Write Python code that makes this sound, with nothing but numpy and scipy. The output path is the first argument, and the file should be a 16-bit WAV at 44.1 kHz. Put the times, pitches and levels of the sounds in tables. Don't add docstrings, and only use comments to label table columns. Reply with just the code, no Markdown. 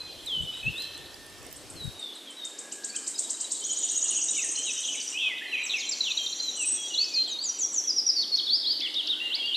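import sys
import numpy as np
from scipy import signal
from scipy.io import wavfile
from scipy.ndimage import uniform_filter1d

SR = 44100
rng = np.random.default_rng(int(sys.argv[2]) if len(sys.argv) > 2 else 0)


def amplitude_ratio(level_db):
    exponent = np.asarray(level_db, float) / 20
    return 10 ** exponent


def generate_wav(signal):
    frames = np.transpose(np.atleast_2d(signal))
    scaled = np.clip(frames, -1, 1) * 32767
    pcm = np.round(scaled).astype(np.int16)
    wavfile.write(sys.argv[1], SR, pcm)


N = 421596


def evened(x):
    return x / np.sqrt(np.mean(x ** 2) + 1e-20)


def read(points, hz):
    f, value = np.transpose(points)
    return np.interp(np.log(hz + 1), np.log(f + 1), value)


def add(mix, s, sound):
    part = mix[max(round(s * SR), 0):][:len(sound)]
    part += sound[:len(part)]


def band(x, low_hz, high_hz, order=2):
    return signal.sosfilt(signal.butter(order, [low_hz, high_hz], "bandpass", fs=SR, output="sos"), x)


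def whistle(rows, waver_db=2.5, edge_s=.004):
    s, hz, db = np.transpose(rows)
    t = np.arange(s[0] - edge_s, s[-1] + edge_s, 1 / SR)
    hz = uniform_filter1d(np.interp(t, s, hz), 90, mode="nearest")
    phase = 2 * np.pi * (np.cumsum(hz) / SR + rng.random())
    knots = t[::200]
    waver = np.interp(t, knots, rng.standard_normal(len(knots)))
    to_nearest_end = np.minimum(t - t[0], t[-1] - t)
    edge = np.sin(np.pi / 2 * np.clip(to_nearest_end / (2 * edge_s), 0, 1)) ** 2
    level = np.sqrt(2) * amplitude_ratio(np.interp(t, s, db) + waver_db * waver)
    return t[0], level * edge * np.sin(phase)


def syllable(mix, s, db, strokes, spread=0.008):
    bend = 1 + spread * rng.standard_normal()
    for stroke in strokes:
        rows = np.array(stroke) * [1, bend, 1] + [s, 0, db]
        add(mix, *whistle(rows, waver_db=0.0, edge_s=.0015))


RAMP_S, RAMP_DB = 0.0083, 1


def slur(s, length, start_hz, middle_hz, end_hz, db, swell_db=0):
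    u = np.linspace(0, 1, num=int(length * 500) + 5)
    hz = start_hz * (1 - u) * (1 - 2 * u)
    hz += 4 * middle_hz * u * (1 - u)
    hz += end_hz * u * (2 * u - 1)
    ramp = np.clip(np.minimum(u, 1 - u) * length / RAMP_S, 0, 1)
    return np.transpose([s + u * length, hz, db + swell_db * (u - .5) - RAMP_DB * (1 - ramp)])


def slide(s, length, start_hz, end_hz, db, swell_db=0):
    return slur(s, length, start_hz, (start_hz + end_hz) / 2, end_hz, db, swell_db)


def trill(start, gaps, levels, count):
    k = np.arange(count)
    times = start + np.r_[0, np.cumsum(np.interp(k[:-1], *np.transpose(gaps)))]
    number, *columns = np.transpose(levels)
    return np.transpose([times] + [np.interp(k, number, c) for c in columns])


def noise(spectrum, patchy_db, channels):
    frames, hz = N // 256 + 5, np.fft.rfftfreq(1024, 1 / SR)
    a, b, patches = rng.standard_normal((frames, 513, channels, 3)).T
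    patches = uniform_filter1d(patches, 12, 1)
    patches = evened(uniform_filter1d(patches, 14, 2))
    z = (a + 1j * b) * amplitude_ratio(read(spectrum, hz)[:, None] + patchy_db * patches)
    return evened(signal.istft(z, nperseg=1024, noverlap=768)[1][:, :N])


# (f/Hz, time to fall 60 dB t/s)
TREES = [(1500, 1), (3000, 0.44), (5000, 0.48), (8000, 0.34), (12000, 0.05)]


def trees(x, build_s, slow=0.92, lumpy_db=3.0):
    taps = np.zeros(SR)
    at = np.arange(40, SR - 20, 20)
    clumps = amplitude_ratio(lumpy_db * evened(uniform_filter1d(rng.standard_normal(len(at)), 8)))
    build_up = 1 - np.exp(-at / SR / build_s)
    scattered = at + rng.integers(0, 20, len(at))
    taps[scattered] = rng.choice([-1., 1.], len(at)) * clumps * build_up
    hz, t, z = signal.stft(taps, SR, nperseg=256)
    decay = amplitude_ratio(-60 * t / (slow * read(TREES, hz)[:, None]))
    tail = signal.istft(z * decay, SR, nperseg=256)[1]
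    return signal.fftconvolve(x, tail / np.linalg.norm(tail))[:N]


# (f/Hz, level/dB per Hz, relative)
HISS = [(15, -58), (25, -15), (96, -36), (221, -8.5), (282, 0.5), (1380, -11.5), (1760, -11.5), (2370, -12),
        (3020, -10), (3550, -11.5), (4640, -11), (7740, -16), (11600, -19.5), (12900, -26), (15600, -77)]
HISS_DB = -49.5
# (f/Hz, patch depth level/dB)
FLICKER = [(10500, 1.67), (12500, 3.5), (14500, 7.0)]


def hiss():
    patchy_db = read(FLICKER, np.fft.rfftfreq(1024, 1 / SR))[:, None]
    return amplitude_ratio(HISS_DB) * noise(HISS, patchy_db, channels=1)


# (f/Hz, level/dB per Hz, relative)
AIR = [(15, -33), (25, -8), (86, 20), (210, 5.5), (764, 1), (1620, 2), (1860, -3), (3180, 2), (8390, -7),
       (14400, -21), (15600, -11)]
AIR_DB = -55.5
# (f/Hz, level/dB per Hz, relative)
LEAVES = [(4000, -20), (5500, 3.5), (6500, -8), (8300, 3), (9500, -8), (11000, -4), (12500, -10),
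          (14400, -5), (15500, -34)]
# (t/s, level/dB)
RUSTLE = [(0, -62), (.12, -70), (.19, -60), (.52, -56), (.68, -62), (.83, -49), (.9, -58), (1.15, -62),
          (1.4, -61), (1.56, -54), (1.64, -62), (1.85, -62), (1.92, -56), (2, -70)]
# (t/s, level/dB, width t/s)
GUSTS = [(.415, -37, 0.035), (.68, -36, .03), (1.0, -58, 0.036), (1.5, -65, .06), (1.75, -49, 0.023),
         (1.86, -37, 0.031)]
CALM_DB = -66.5
# (t/s, level/dB, f/Hz, left minus right level/dB)
TICKS = [(0.2613, -36, 8100, -11), (0.7781, -40, 8300, -10.0), (0.8, -43, 10500, -8.0),
         (0.8214, -33, 4530, -8), (0.9434, -42, 5540, -6.0), (0.9774, -40, 8350, -11),
         (1.143, -40, 4770, -7), (1.2648, -47, 10300, -4.5), (1.2989, -49, 8610, -9),
         (1.3833, -44, 5710, -5.0), (1.4282, -42, 7150, -2.0), (1.4496, -44, 7570, -6.5),
         (1.4656, -39, 8600, -7.5), (1.5125, -43, 7590, -6.5), (1.5269, -34, 14300, -4.5),
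         (1.8654, -45, 8840, -1.0), (1.929, -44, 4620, -5)]
STEREO_END_S = 2.0


def wind_and_leaves():
    t = np.arange(N) / SR
    out = amplitude_ratio(AIR_DB) * noise(AIR, 1.0, channels=2)
    rustle_db = np.interp(t, *np.transpose(RUSTLE)) + np.array([[-1.5], [2.5]])
    out += noise(LEAVES, 2.8, channels=2) * amplitude_ratio(rustle_db)
    lumps = amplitude_ratio(3 * evened(uniform_filter1d(rng.standard_normal((2, N)), 900)))
    wind = evened(band(rng.standard_normal((2, N)), 50, 165, order=3) * lumps)
    gusts = amplitude_ratio(CALM_DB) + sum(amplitude_ratio(db) * np.exp(-((t - s) / width) ** 2) for s, db, width in GUSTS)
    out += wind * gusts * amplitude_ratio(np.array([[5.5], [-9]]))
    u = np.arange(900) / SR
    for s, db, hz, pan_db in TICKS:
        snap = rng.standard_normal((2, len(u))) * np.exp(-u / 0.0023)
        tick = band(snap, hz * 0.96, hz * 1.067) * 1.9 + 0.28 * band(snap, 6000, 14000)
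        for side, sign in enumerate((1, -1)):
            add(out[side], s, amplitude_ratio(db + 9 + sign * pan_db / 2) * tick[side])
    return out * np.clip((STEREO_END_S - t) / .03, 0, 1)


# (t/s, level/dB, centre f/Hz)
CHORUS = [(0, -45, 3696), (.25, -51, 3600), (.5, -45.5, 3200), (.85, -45, 3500), (1.3, -58.5, 3430),
          (1.75, -68, 3654), (2.05, -49, 3800), (2.75, -68, 3560), (3.5, -43.5, 3695), (4.15, -39, 3303),
          (4.5, -47, 3300), (4.77, -35, 3250), (5.15, -47.5, 2996), (5.6, -40, 2895), (6.05, -52, 3566),
          (6.7, -45, 3417), (7.25, -41.5, 3785), (7.6, -57, 3565), (8, -54, 4000), (8.4, -39.5, 4270),
          (9.56, -39.5, 3090)]
CHORUS_SPREAD = 0.16


def warblers():
    t = np.arange(N) / SR
    times, *columns = np.transpose(CHORUS)
    db, centre_hz = (np.interp(t, times, c) for c in columns)
    knots, blur = np.arange(0, 10, .018), np.zeros(N)
    for wander, voice in rng.standard_normal((11, 2, len(knots))):
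        log_bend = CHORUS_SPREAD * np.interp(t, knots, np.clip(wander, -1.8, 1.8))
        hz = centre_hz * np.exp(log_bend)
        level = np.maximum(np.interp(t, knots, voice) - .3, 0)
        blur += level * np.sin(2 * np.pi * np.cumsum(hz) / SR)
    return amplitude_ratio(db - 2.5) * evened(blur)


# (t/s, length t/s, start f/Hz, end f/Hz, level/dB)
SLIDES = [(0, .15, 2545, 2470, -59), (.001, .02, 4080, 4060, -36), (.115, .03, 4520, 4500, -56),
          (.755, .055, 3450, 4170, -38), (.807, .042, 4090, 4040, -37), (0.079, 0.033, 4100, 4100, -46),
          (.574, .032, 3880, 3860, -47), (2.131, 0.047, 4280, 3720, -50.5), (2.719, .012, 3130, 2730, -49),
          (2.862, .03, 3310, 4420, -55), (2.897, 0.019, 4590, 4420, -42), (2.962, .012, 3300, 2920, -39.5),
          (3.693, .022, 3147, 3120, -37.5), (3.723, 0.014, 3050, 3030, -39.5),
          (4.05, .018, 2930, 2820, -40), (4.109, .022, 2980, 2840, -39.5), (4.166, 0.03, 3300, 2680, -39.5),
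          (4.286, 0.015, 3720, 3920, -37), (4.33, 0.036, 2960, 2960, -44), (4.367, 0.04, 3080, 2420, -39),
          (4.36, 0.033, 2420, 2120, -48), (4.42, 0.036, 2184, 1680, -48), (4.661, 0.045, 3130, 2460, -40),
          (4.663, 0.042, 3900, 3740, -39.5), (4.876, .01, 3750, 2800, -37), (5.012, .006, 4300, 5200, -40),
          (1.95, .04, 3820, 3760, -50), (5.575, .075, 4000, 3980, -46), (4.938, .02, 2730, 2140, -40),
          (5.124, 0.034, 2800, 2975, -39), (5.142, 0.035, 2410, 2650, -35.5),
          (5.381, .017, 3890, 2970, -38), (5.553, 0.011, 3260, 2730, -31),
          (5.635, 0.025, 7800, 7570, -36.5), (5.658, .024, 6730, 5170, -38), (5.78, 0.02, 5500, 4800, -39),
          (5.792, .03, 6750, 6500, -38), (5.865, 0.028, 4220, 3900, -35.5),
          (5.891, 0.013, 7230, 7440, -30.5), (6.029, .008, 3570, 2720, -42), (6.068, .02, 3780, 3050, -33),
          (6.39, .015, 4600, 4760, -40), (6.4, 0.014, 4120, 4060, -28.5), (6.42, .085, 4190, 3855, -37),
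          (6.563, 0.021, 8370, 7870, -40), (6.573, 0.077, 3034, 2500, -37.5),
          (6.622, 0.016, 9300, 8440, -38), (6.655, .025, 7950, 7850, -35), (2.367, 0.052, 3920, 3740, -47),
          (7.501, .07, 3120, 3105, -52.5), (6.999, 0.12, 2600, 2560, -49), (7.055, 0.026, 4650, 4600, -42),
          (7.122, .08, 2430, 2580, -45), (7.235, 0.018, 4970, 4900, -51), (7.276, .06, 7850, 5830, -41),
          (7.625, 0.02, 3420, 3300, -46), (7.84, 0.018, 3450, 3260, -49), (8.22, 0.025, 4260, 3100, -31.5),
          (8.381, .022, 4160, 3053, -30), (8.573, .012, 4670, 4340, -29), (8.749, 0.03, 4650, 4550, -36),
          (8.804, 0.011, 2510, 2940, -44), (9.358, .035, 2160, 2380, -48), (9.393, .04, 3320, 3190, -32.5),
          (9.454, 0.031, 4650, 4525, -39), (9.538, 0.023, 3350, 4350, -28)]


def straight_slides(mix):
    for row in SLIDES:
        add(mix, *whistle(slide(*row), waver_db=3.0))


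# (t/s, length t/s, start f/Hz, held f/Hz, settling t/s, level/dB)
SETTLES = [(.265, .155, 4150, 2960, .035, -30), (5.197, 0.084, 2950, 2480, 0.0303, -30.5),
           (5.472, 0.076, 4200, 3980, 0.019, -42), (5.516, .05, 3200, 2400, .016, -29),
           (6.972, 0.065, 3450, 4520, .013, -21), (7.137, 0.092, 5500, 4150, .012, -24.5),
           (7.287, 0.096, 4050, 3760, 0.0193, -36), (6.768, 0.11, 3400, 3280, 0.0304, -36.5),
           (1.755, .1, 4400, 3700, .05, -42), (1.865, .03, 3800, 3780, .01, -43)]
SETTLE_RISE_DB = -8.5


def settle(s, length, start_hz, held_hz, settle_s, db):
    rows = slide(s, length, held_hz, held_hz, db)
    left = np.exp(-(rows[:, 0] - s) / settle_s)
    return rows + np.outer(left, [0, start_hz - held_hz, SETTLE_RISE_DB])


def settling_notes(mix):
    for row in SETTLES:
        add(mix, *whistle(settle(*row), waver_db=1.5))


# (t/s, level/dB)
CHIPS = [(0.422, -43), (0.5706, -44), (1.5642, -39), (1.701, -36.5), (1.84, -42), (1.9949, -39.5),
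         (2.154, -42.5), (2.3052, -39.5), (2.451, -27), (2.59, -26), (2.724, -24), (2.8464, -21),
         (2.9632, -19.5), (3.0779, -18.5), (3.1922, -15.5), (3.3054, -17.5), (3.411, -18.5),
         (3.5202, -16.5)]
# (t/s from the event, f/Hz, level/dB added)
CHIP = [(-.012, 3500, -24), (-.004, 5800, -16), (.001, 7500, -3), (.004, 8500, -7), (.007, 9100, -14)]
SOFT_CHIP = [(-.004, 6630, -16), (.0, 7750, -2.5), (.004, 8600, -1.5), (.009, 9500, -12)]
LEAD_IN = [(-.014, 6700, -19), (-.006, 8300, -18), (-.003, 10300, -30)]
FALL = [(-.006, 9400, -22), (-.002, 8900, -22), (.0, 8600, -4), (.003, 8350, -2), (.007, 7400, -3),
        (.010, 6700, -5)]
RISE = [(-.031, 4600, -19), (-.027, 5300, -13), (-.024, 5900, 2), (-.021, 6200, 1), (-.018, 6600, -3)]
HELD = [(-.018, 6600, -2), (-.014, 6850, 3), (-.007, 6900, 1), (-.002, 6800, -4)]
SOFT_UNTIL_S, LEAD_IN_FROM_S, TRILL_S = 2.4, 2.9, 3.6048
# (syllable number, gap t/s)
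TRILL_GAPS = [(0, .0602), (21, .0758)]
# (syllable number, fall level/dB, rise level/dB, held tone
# level/dB)
TRILL_LEVELS = [(0, -30.5, -46, -38), (1, -28, -30.5, -30), (3, -26, -30.5, -27), (7, -22, -26.5, -24),
                (11.9, -21.5, -26, -28), (15, -25, -25, -34), (18, -28, -25.5, -38), (22, -29.5, -27, -40)]
LOOSENING = .0012


def triller():
    out = np.zeros((3, N))
    for k, (s, db) in enumerate(CHIPS):
        if s > LEAD_IN_FROM_S:
            strokes = [CHIP, LEAD_IN]
        elif s > SOFT_UNTIL_S:
            strokes = [CHIP]
        else:
            strokes = [SOFT_CHIP]
        syllable(out[k % 3], s, db, strokes)
    for k, (s, *levels) in enumerate(trill(TRILL_S, TRILL_GAPS, TRILL_LEVELS, count=23)):
        for db, stroke in zip(levels, (FALL, RISE, HELD)):
            syllable(out[k % 3], s, db, [stroke], spread=.007 + LOOSENING * k)
    return out


# (t/s, length t/s, start f/Hz, middle f/Hz, end f/Hz, level/dB)
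FADES = [(.45, 0.076, 3000, 2990, 3080, -47.5), (5.739, 0.055, 2740, 2410, 2095, -32),
         (6.23, .085, 3180, 3190, 3190, -38)]
SLURS = [(.526, 0.028, 3460, 3830, 3700, -41.5), (2.262, 0.054, 3480, 3190, 3080, -46.5),
         (2.925, 0.033, 2410, 2440, 2820, -47.5), (4.574, 0.027, 2813, 3140, 2980, -35.5),
         (4.886, .032, 2950, 3000, 2930, -32.5), (5.411, .038, 1665, 1900, 2200, -42),
         (5.45, .018, 2200, 2000, 1776, -43), (5.762, .018, 5000, 6100, 6450, -35),
         (5.8, 0.057, 4700, 3350, 3216, -37), (5.28, 0.052, 2600, 2150, 1990, -37.5),
         (6.007, 0.013, 4270, 3955, 4530, -27), (6.032, .062, 4100, 3250, 2580, -34),
         (6.098, .022, 2700, 2550, 2430, -38), (6.104, 0.019, 4100, 3530, 4500, -28.5),
         (6.172, 0.012, 4190, 3840, 4500, -26), (5.912, .028, 5900, 4800, 4250, -29),
         (6.185, .055, 3290, 3190, 3180, -32), (6.225, .013, 3740, 4350, 3730, -45),
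         (6.262, .013, 4590, 3600, 3840, -31), (6.326, 0.011, 4430, 3950, 4400, -27.5),
         (6.594, 0.026, 8100, 7500, 9200, -30.5), (6.624, .036, 8200, 7700, 8950, -31),
         (6.66, 0.028, 8950, 8190, 8640, -27), (6.687, 0.045, 8580, 7870, 8560, -27.5),
         (6.73, 0.035, 8270, 8330, 8140, -28.5), (7.041, .016, 5000, 5200, 5150, -29),
         (7.256, .034, 4310, 3440, 3260, -37.5), (7.386, .075, 4170, 4680, 4850, -34),
         (6.938, .036, 4500, 3480, 3520, -32.5), (6.905, .05, 3000, 2838, 3000, -36),
         (9.202, 0.081, 2720, 2830, 2770, -34.5), (9.427, 0.088, 2750, 2862, 2840, -34),
         (9.471, .088, 3270, 3170, 2720, -34)]
SWELLS = [(.63, .068, 2560, 2600, 2820, -35), (7.728, .077, 8000, 6460, 5480, -30),
          (7.428, .078, 7950, 6550, 5680, -33), (7.588, .066, 7850, 6350, 5680, -29),
          (7.873, 0.039, 6050, 5390, 4800, -25.5), (7.962, 0.04, 5800, 5420, 4780, -24.5),
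          (8.064, .043, 5800, 5440, 4710, -22.5), (8.159, 0.047, 4750, 4483, 4437, -24),
          (8.316, .044, 4480, 4327, 4410, -22.5), (9.295, .065, 2800, 3178, 5160, -30.5)]
FADE_DB, SWELL_DB = -15.5, 7.5


def curved_slurs(mix):
    for notes, swell_db in ((FADES, FADE_DB), (SLURS, 0), (SWELLS, SWELL_DB)):
        for row in notes:
            add(mix, *whistle(slur(*row, swell_db), waver_db=3.0))


# (t/s, length t/s, start f/Hz, end f/Hz, level/dB)
DISTANT = [(.72, 0.81, 1810, 1799, -66.5), (2.499, 0.57, 1670, 1608, -65.5),
           (9.061, 0.108, 1390, 1539, -63)]
# (t/s from the event, f/Hz, level/dB added)
FAR_SYLLABLE = [
    [(-.045, 5646, 0.5), (-.03, 5750, -9), (-.012, 5794, 2), (-.004, 6320, 0.5), (.003, 7300, 2.5),
     (.008, 7640, -5)],
]
FAR_S = 5.5373
# (syllable number, gap t/s)
FAR_GAPS = [(0, .0624), (21, .0658), (24, .0722)]
# (syllable number, level/dB)
FAR_LEVELS = [(0, -54), (2, -47), (5, -39.5), (11, -36.5), (21, -37), (25, -42.5)]


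def far_birds():
    out = np.zeros(N)
    for row in DISTANT:
        add(out, *whistle(slide(*row, swell_db=-7.5), waver_db=7.5, edge_s=.02))
    for s, db in trill(FAR_S, FAR_GAPS, FAR_LEVELS, count=26):
        syllable(out, s, db, FAR_SYLLABLE)
    return out


# (t/s, length t/s, start f/Hz, end f/Hz, level/dB)
THROBS = [(1.993, .112, 3765, 3416, -42), (2.419, 0.0665, 3730, 3640, -41)]
THROBS_PER_S, THROB_DB = 61.2, 5


def throbbing_notes(mix):
    for row in THROBS:
        rows = slide(*row)
        rows[:, 2] += THROB_DB * np.sin(2 * np.pi * THROBS_PER_S * (rows[:, 0] - row[0]))
        add(mix, *whistle(rows))


# (t/s of the top, level/dB, rise t/s, fall t/s)
COOS = [(2.85, -65, 0.19, .06), (4.256, -58.5, .2, .04), (5.172, -57.5, .12, 0.086),
        (6.624, -55, 0.065, 0.16), (7.1, -63, .2, 0.22), (7.95, -63, .15, .3), (8.828, -54, 0.26, 0.12)]
COO_HZ, COO_ENDS_DB = 306, -11.5


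def coos(mix):
    for s, db, rise, fall in COOS:
        ends = db + COO_ENDS_DB
        rows = [(s - rise, COO_HZ, ends), (s, COO_HZ, db), (s + fall, COO_HZ, ends)]
        add(mix, *whistle(rows, waver_db=5.5, edge_s=.03))


# (t/s, level/dB, f/Hz)
PIPS = [(3.0405, -31, 5110), (3.1433, -29.5, 3890), (3.155, -25, 5060), (3.2455, -29, 3880),
        (3.3445, -30, 3950), (3.444, -24, 3950), (3.5493, -28, 3940), (3.6576, -38, 3820),
        (3.8781, -31, 3810), (3.9852, -28, 3823), (4.5545, -25.5, 4210)]
PIP_S = 0.013


def pips(mix):
    for s, db, hz in PIPS:
        add(mix, *whistle([(s, hz, db - 14.0), (s + PIP_S, hz * .97, db - 16.5)]))


# (t/s, length t/s, start f/Hz, middle f/Hz, end f/Hz, level/dB)
BURRS = [(5.172, 0.12, 2900, 3363, 3050, -31), (5.694, .046, 3900, 3690, 3250, -31),
         (5.566, .054, 2500, 2400, 2500, -33), (8.81, 0.094, 2240, 2120, 2137, -47),
         (9.209, 0.105, 1943, 2010, 1955, -52)]
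FLICKS_PER_S, FLICK_DEPTH = 92, 0.273


def burr(rows):
    s, *columns = np.transpose(rows)
    t = np.arange(s[0], s[-1], 1 / SR)
    hz, db = (np.interp(t, s, c) for c in columns)
    uneven = 1 + 3.84 * uniform_filter1d(rng.standard_normal(len(t)), 400)
    place = np.cumsum(FLICKS_PER_S * uneven) / SR % 1
    tone = np.sin(2 * np.pi * np.cumsum(hz * (1 + FLICK_DEPTH * (.5 - place))) / SR)
    return s[0], 2 * amplitude_ratio(db) * np.sin(np.pi * place) * tone


def burred_notes(mix):
    for row in BURRS:
        add(mix, *burr(slur(*row)))


# (t/s, level/dB)
HOOKS = [(8.2114, -31), (8.3624, -29.5)]
SWOOPS = [(8.488, -23), (8.652, -26)]
ZIPS = [(8.8034, -25.5), (8.9411, -27), (9.071, -24.5)]
# (t/s from the event, f/Hz, level/dB added)
HOOK = [
    [(-.005, 4780, 10), (.0, 5840, -12), (.005, 6580, -16), (.01, 5600, -5.5), (.015, 4280, 6)],
]
SWOOP = [
    [(-.024, 4080, -11), (-.006, 3420, -5), (.001, 3380, -6), (.018, 4250, -1), (.055, 4730, 1),
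     (.077, 5260, -2)],
]
ZIP = [
    [(-.002, 6920, -35.5), (.002, 5244, -5.5), (.006, 4000, -3.5), (.011, 3044, -9.5)],
]
# (t/s, level/dB, top f/Hz)
ARCHES = [(8.835, -28, 3600), (8.973, -26, 3800), (9.104, -25, 3830)]
# (t/s from the top, share of the top pitch, level/dB added)
ARCH = [(-.022, .82, -9), (-.012, .94, -3), (0, 1.001, 0), (.014, .94, -2), (.04, .77, -3)]


def shaped_calls(mix):
    for events, shape in ((HOOKS, HOOK), (SWOOPS, SWOOP), (ZIPS, ZIP)):
        for s, db in events:
            syllable(mix, s, db, shape)
    for s, db, top_hz in ARCHES:
        syllable(mix, s, db, [np.array(ARCH) * [1, top_hz, 1]])


def singers():
    out = np.zeros(N)
    for voice in (straight_slides, settling_notes, curved_slurs, throbbing_notes,
                  coos, pips, burred_notes, shaped_calls):
        voice(out)
    return out


# (t/s, relative level/dB)
DEPTH = [(0, 1), (1, 1), (1.8, 3), (2.6, 0.1), (3.5, 0.1), (4.5, 2), (5.3, 1), (5.9, -1), (6.5, 0.1),
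         (6.9, -3), (7.05, -6), (7.3, -4), (7.45, 1), (8.1, 0.1), (8.5, 0.1), (9, -1), (9.56, 0.1)]
# (t/s, relative level/dB)
DIRECT = [(1.5, 1), (2.4, 0.1), (3.6, 0.1), (4.3, -1), (5.1, -5)]
MIRROR_HZ = 16000


def scene():
    t = np.arange(N) / SR
    near, paths, far, blur = singers(), triller(), far_birds(), warblers()
    depth = amplitude_ratio(np.interp(t, *np.transpose(DEPTH)))
    direct = amplitude_ratio(np.interp(t, *np.transpose(DIRECT)) - 3)
    wood = near + amplitude_ratio(-10) * trees(near, 0.0013, slow=0.15, lumpy_db=-4.5)
    wood += amplitude_ratio(-7.5) * trees(near * depth, 0.0048, slow=1.73, lumpy_db=1.0)
    for path in paths:
        wood += direct * path
        wood += amplitude_ratio(-11) * trees(path, .001, slow=.12, lumpy_db=3.0)
        wood += amplitude_ratio(-4) * trees(path, 0.0024, slow=1.43, lumpy_db=2.0)
    wood += amplitude_ratio(-10) * far + amplitude_ratio(-8) * blur
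    wood += amplitude_ratio(-2.5) * trees(far + blur, 0.0011, slow=1.03, lumpy_db=3.0)
    mirrored = wood * np.cos(2 * np.pi * MIRROR_HZ * t)
    wood += amplitude_ratio(-28) * band(mirrored, 7700, 10700)
    return wood + hiss() + wind_and_leaves()


def band_limit(x):
    return signal.sosfilt(signal.butter(12, 15740, fs=SR, output="sos"), x)


def record(dry):
    low_pass = signal.firwin(301, 15100, fs=SR)
    limited = signal.oaconvolve(dry, low_pass[None], "same")
    return band_limit(limited)


dry = scene()
out = record(dry)
generate_wav(out)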